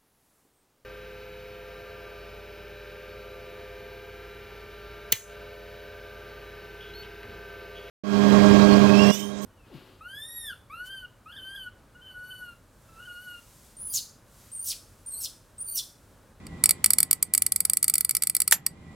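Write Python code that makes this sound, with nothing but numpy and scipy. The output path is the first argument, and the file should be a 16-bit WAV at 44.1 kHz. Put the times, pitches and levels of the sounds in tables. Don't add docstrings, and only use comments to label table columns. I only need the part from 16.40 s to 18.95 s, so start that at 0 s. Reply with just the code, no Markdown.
import sys
import numpy as np
from scipy import signal
from scipy.fft import rfft, irfft, next_fast_len
from scipy.io import wavfile

SR = 44100
rng = np.random.default_rng(int(sys.argv[2]) if len(sys.argv) > 2 else 0)


def log_audio(samples):
    frames = np.atleast_2d(samples).T
    limited = np.clip(frames, -1, 1)
    pcm = np.round(limited * 32767).astype(np.int16)
    wavfile.write(sys.argv[1], SR, pcm)


N = 112454
HIT = 14336
T = np.arange(HIT) / SR


def amp(db):
    return 10 ** (np.asarray(db) / 20)


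def unit(x):
    return x / np.sqrt(np.mean(x ** 2) + 1e-20)


def at_hz(points, hz):
    return np.interp(np.log(hz + 1), np.log(np.array(points)[:, 0] + 1), np.array(points)[:, 1])


def at_time(points, s):
    return np.interp(s, *np.transpose(points))


def fade(t, t60_s):
    return np.exp(-np.log(1000) * t / t60_s)


def pan(db):
    return amp(np.array([[db], [-db]]) / 2)


def noise(size, width):
    mid, side = rng.standard_normal((2, size))
    return unit(np.array([mid + width * side, mid - width * side]))


def filtered(x, response):
    n = x.shape[-1]
    padded = next_fast_len(n + HIT)
    return irfft(rfft(x, padded) * response(np.fft.rfftfreq(padded, 1 / SR)), padded)[..., :n]


def coloured(x, points):
    gain = amp(at_hz(points, np.fft.rfftfreq(HIT, 1 / SR)))
    cepstrum = irfft(np.log(gain))
    cepstrum[1:HIT // 2] *= 2
    cepstrum[HIT // 2 + 1:] = 0
    pulse = irfft(np.exp(rfft(cepstrum)))
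    return signal.fftconvolve(x, pulse[None] / np.linalg.norm(pulse), axes=1)[:, :HIT]


def ring(modes, rise_s=0.00023, detune=0.003, scatter_db=1.5):
    chance = rng.standard_normal((len(modes), 2))
    out = np.zeros((2, HIT))
    for (hz, db, t60_s, pan_db), (louder, sharper) in zip(modes, chance):
        tone = np.sin(2 * np.pi * hz * (1 + detune * sharper) * T + rng.uniform(0, 2 * np.pi))
        out += pan(pan_db) * amp(db + scatter_db * louder) * fade(T, t60_s) * tone
    return out * (1 - np.exp(-T / rise_s))


# freq_hz, gain_db
HISS_COLOUR = [(100, 5.5), (800, 0), (1600, -5.5), (2300, -8.5), (3500, -9.5), (6000, -17), (9000, -17.5),
               (15000, -32.5)]
# pitch_hz, width_hz, level_db
WHINE_LINES = [(779, 16, -70), (1050, 13, -71), (1960, 17.4, -63.5), (2100, 90, -69.5), (2400, 38, -72),
               (7553, 80, -78)]
# time_s, gain_db
AUTO_GAIN = [(0, 1.5), (.25, 5), (.85, -1.5), (1.7, -5.5), (2.3, -4), (2.55, 1)]


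def hiss_and_whine():
    hiss = unit(filtered(noise(N, width=0.9), lambda hz: amp(at_hz(HISS_COLOUR, hz))))
    whine = np.zeros((2, N))
    for pitch_hz, width_hz, db in WHINE_LINES:
        band = filtered(noise(N, width=0.34), lambda hz: 1 / (1 + (2 * (hz - pitch_hz) / width_hz) ** 2))
        whine += amp(db) * unit(band)
    return amp(at_time(AUTO_GAIN, np.arange(N) / SR)) * (amp(-56.5) * hiss + whine)


# freq_hz, gain_db
HANDLING_COLOUR = [(20, -25), (50, -12), (82, 1.5), (110, -7.5), (165, -1), (240, -8.5), (340, -13),
                   (600, -24.5), (1200, -29.5), (3000, -60)]
# time_s, gain_db
HANDLING_LEVEL = [(0.0, -50), (0.16, -43), (0.31, -48.5), (0.98, -53.5), (1.53, -56), (1.75, -56.5),
                  (1.91, -58), (2.35, -52), (2.55, -47.5)]


def handling_rumble():
    rumble = unit(filtered(noise(N, width=0.089), lambda hz: amp(at_hz(HANDLING_COLOUR, hz))))
    return amp(at_time(HANDLING_LEVEL, np.arange(N) / SR) + 2) * rumble


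# freq_hz, t60_s
ROOM_DECAY = [(200, 0.33), (2000, 0.18), (8000, 0.12), (15000, .1)]
# freq_hz, gain_db
ROOM_COLOUR = [(500, 3.5), (2000, -1), (5000, -5), (8500, -1), (11000, -3.5), (13000, -6.5), (16000, -8)]


def play_in_room(out, start_s, sound, room_db=-19, delay_s=0.0074):
    hz, t, spectra = signal.stft(noise(HIT, width=0.63), SR, nperseg=256)
    tail = signal.istft(spectra * fade(t, at_hz(ROOM_DECAY, hz)[:, None]), SR, nperseg=256)[1]
    wet = amp(room_db) * signal.fftconvolve(sound, tail / np.linalg.norm(tail[0]), axes=1)
    wet = filtered(wet, lambda hz: amp(at_hz(ROOM_COLOUR, hz)))
    for s, part in ((start_s, sound), (start_s + delay_s, wet)):
        span = out[:, int(round(s * SR)):][:, :part.shape[1]]
        span += part[:, :span.shape[1]]


# freq_hz, gain_db
SCRAPE_COLOUR = [(200, -27), (1000, -23), (2500, -13), (4500, -15), (7300, -8), (11000, -3), (14000, -4),
                 (15500, -11), (16800, -21)]


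def lever(start_s=2.121, slide_s=0.004):
    out = np.zeros((2, N))
    scrape = noise(HIT, width=1.0) * fade(np.maximum(T - slide_s, 0), t60_s=0.025)
    play_in_room(out, start_s, amp(-12) * coloured(scrape, SCRAPE_COLOUR))
    return out


# start_s, level_db
SNAPS = [(2.1248, 2.5), (2.132, -20.5), (2.138, -13.5), (2.145, -19)]
# freq_hz, gain_db
SNAP_COLOUR = [(150, -24), (500, -6), (800, -2.5), (1800, -3), (2800, 0), (4500, 0), (7300, 7),
               (11000, 1.5), (14000, -11.5), (16500, -28.5)]
# freq_hz, gain_db
THUMP_COLOUR = [(150, -22.5), (350, -27.5), (550, -29.5), (750, -9.5), (1100, -14), (1500, -2), (1850, 5),
                (2250, -5.5), (3200, -5.5), (5000, -35), (12000, -43)]
# pitch_hz, level_db, t60_s, left_minus_right_db
SWITCH_MODES = [(798, -57.5, 0.618, -4), (1845, -28, .025, -1.5), (2480, -26, 0.027, -1),
                (3430, -20, 0.017, -1), (3680, -38.5, .05, -13), (4506, -39.5, 0.11, -8),
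                (7250, -25, 0.092, -3), (8425, -30, 0.058, -4), (9022, -29.5, .06, -1),
                (10730, -18, 0.044, -2), (11510, -24.5, 0.084, -9), (13200, -22.5, 0.099, -2)]


def microswitch():
    out = np.zeros((2, N))
    blow = np.array([T == 0, T == 0], float)
    play_in_room(out, SNAPS[0][0], amp(6.5) * coloured(blow, THUMP_COLOUR))
    for start_s, db in SNAPS:
        contact = amp(-17.5) * noise(HIT, width=0.26) * fade(T, t60_s=0.062) + amp(0.5) * blow
        play_in_room(out, start_s, amp(db) * (coloured(contact, SNAP_COLOUR) + ring(SWITCH_MODES)))
    return out


# freq_hz, gain_db
KNOCK_COLOUR = [(80, -4), (250, 2.5), (450, 1.5), (750, 1), (1100, -3), (2000, -10), (6000, -39.5)]
# time_s, gain_db
KNOCK_LEVEL = [(.24, -14), (.45, -12), (.62, -18.5), (1, -24), (2.26, -31.5)]
CONTACT_PAN_DB = -4.5


def housing_knock(start_s):
    push = noise(HIT, width=0.82) * fade(T, t60_s=0.0073)
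    return pan(CONTACT_PAN_DB) * amp(at_time(KNOCK_LEVEL, start_s)) * coloured(push, KNOCK_COLOUR)


# freq_hz, gain_db
CLICK_COLOUR = [(150, -46), (700, -30), (1300, -20.5), (3500, -17.5), (6200, -11), (8200, -3), (9600, -1.5),
                (11800, -6.5), (12700, -16), (13700, 2.5), (14800, -8.5), (15600, -15), (16800, -19.5)]
# pitch_hz, level_db, t60_s, left_minus_right_db
PAWL_MODES = [(1299, -26.5, 0.036, 0), (1991, -22.5, 0.032, 1), (2257, -16, 0.02, 0), (3020, -31, 0.026, 1),
              (3550, -30, 0.042, 2), (4300, -17.5, 0.026, -1.5), (4690, -7, 0.02, -0.5),
              (5420, -23, 0.032, -13.5), (7793, -3, 0.018, -1.5), (8575, 2, 0.015, -2),
              (8740, -10.5, 0.023, -1), (10105, -6, 0.015, -7.5), (10853, -0.5, 0.017, 8),
              (11980, -4, .014, -8.5), (12200, -16, 0.017, -2.5), (14220, -4.5, 0.01, 2)]


def pawl_click(body_db, body_hz=6500, strike_db=16, rebound_s=0.0007):
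    contact = amp(1) * noise(HIT, width=0.3) * fade(T, t60_s=0.016)
    contact[:, 0] += amp(strike_db)
    contact[:, int(rebound_s * SR * rng.uniform(0.9, 1.1))] += amp(strike_db - 6)
    click = pan(CONTACT_PAN_DB) * coloured(contact, CLICK_COLOUR) + amp(4.5) * ring(PAWL_MODES)
    click = filtered(click, lambda hz: amp(body_db / (1 + (hz / body_hz) ** 4)))
    attack_rms = np.sqrt(np.mean(click[:, T < 0.006] ** 2))
    return click / attack_rms


def lead_in_swell(length_s):
    return coloured(noise(HIT, width=0.22) * np.where(T < length_s, T / length_s, 0), CLICK_COLOUR)


# start_s, level_db, body_db
CLICKS = [(0.0676, -42, 19), (0.239, -12, 3), (0.2582, -13.5, -1.5), (0.2925, -15.5, 2), (0.3088, -14, 1),
          (0.4431, -13, 4.5), (0.4609, -14, -2.3), (0.5054, -13.5, -1), (0.5344, -15.5, -1.5),
          (0.585, -14.5, 0.1), (0.6039, -15.5, -2), (0.6299, -16, -3), (0.7112, -14, -3.5),
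          (0.73, -16.0, -4), (0.8273, -15.5, -4), (0.9376, -16, -3.5), (0.9495, -16.5, -3.5),
          (0.9782, -17, -2.5), (1.0212, -16, -4.3), (1.0645, -17.5, -2.5), (1.1214, -17.1, -5.5),
          (1.161, -18, -3), (1.2046, -17.5, -3.5), (1.2517, -17.5, -3.5), (1.2984, -17.5, -2.5),
          (1.3341, -17.5, -4), (1.371, -17, -2.5), (1.4287, -17.5, -3.5), (1.4429, -18.0, -2.7),
          (1.4808, -17.5, -2.5), (1.4982, -17.5, -5), (1.5395, -17.5, -5.7), (1.555, -19, -1),
          (1.5813, -19.5, -4.5), (1.6083, -19, -2), (1.6484, -18.5, -3), (1.6936, -20, 1),
          (1.7098, -20.5, -2.5), (1.7507, -19.5, 0), (1.7679, -20, -1.5), (1.8226, -20.5, 0.5),
          (1.8356, -19.5, -0.3), (1.8715, -19.5, -2), (1.898, -19.5, -1.7), (1.9501, -18.5, 0.6),
          (1.9666, -19.5, -1.5), (2.003, -17.5, -3.8), (2.0188, -19, -2.5), (2.0778, -18, 0.5),
          (2.1116, -17.5, 0), (2.2646, -18, 0.5)]
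# pitch_hz, level_db, t60_s, left_minus_right_db
SETTLE_MODES = [(1080, -38.5, 0.022, 3), (1880, -39.5, 0.066, -5), (5480, -26, 0.017, 0)]


def number_wheel(swell_s=0.003):
    out = np.zeros((2, N))
    play_in_room(out, CLICKS[-1][0], ring(SETTLE_MODES))
    for start_s, db, body_db in CLICKS:
        drop = amp(1) * pawl_click(body_db) + housing_knock(start_s)
        play_in_room(out, start_s, amp(db) * drop)
        play_in_room(out, start_s - swell_s, amp(db - 12.5) * lead_in_swell(swell_s))
    return out


def scene():
    right_lead_s = 0.000017
    advance_s = np.array([[-0.5], [0.5]]) * right_lead_s
    clock = number_wheel() + lever() + microswitch()
    clock = filtered(clock, lambda hz: np.exp(2j * np.pi * hz * advance_s))
    return clock + pan(-1) * (handling_rumble() + hiss_and_whine())


def record(dry):
    top_hz = 16500
    return filtered(np.clip(dry, -1, 1), lambda hz: 1 / np.sqrt(1 + (hz / top_hz) ** 160))


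dry = scene()
out = record(dry)
log_audio(out)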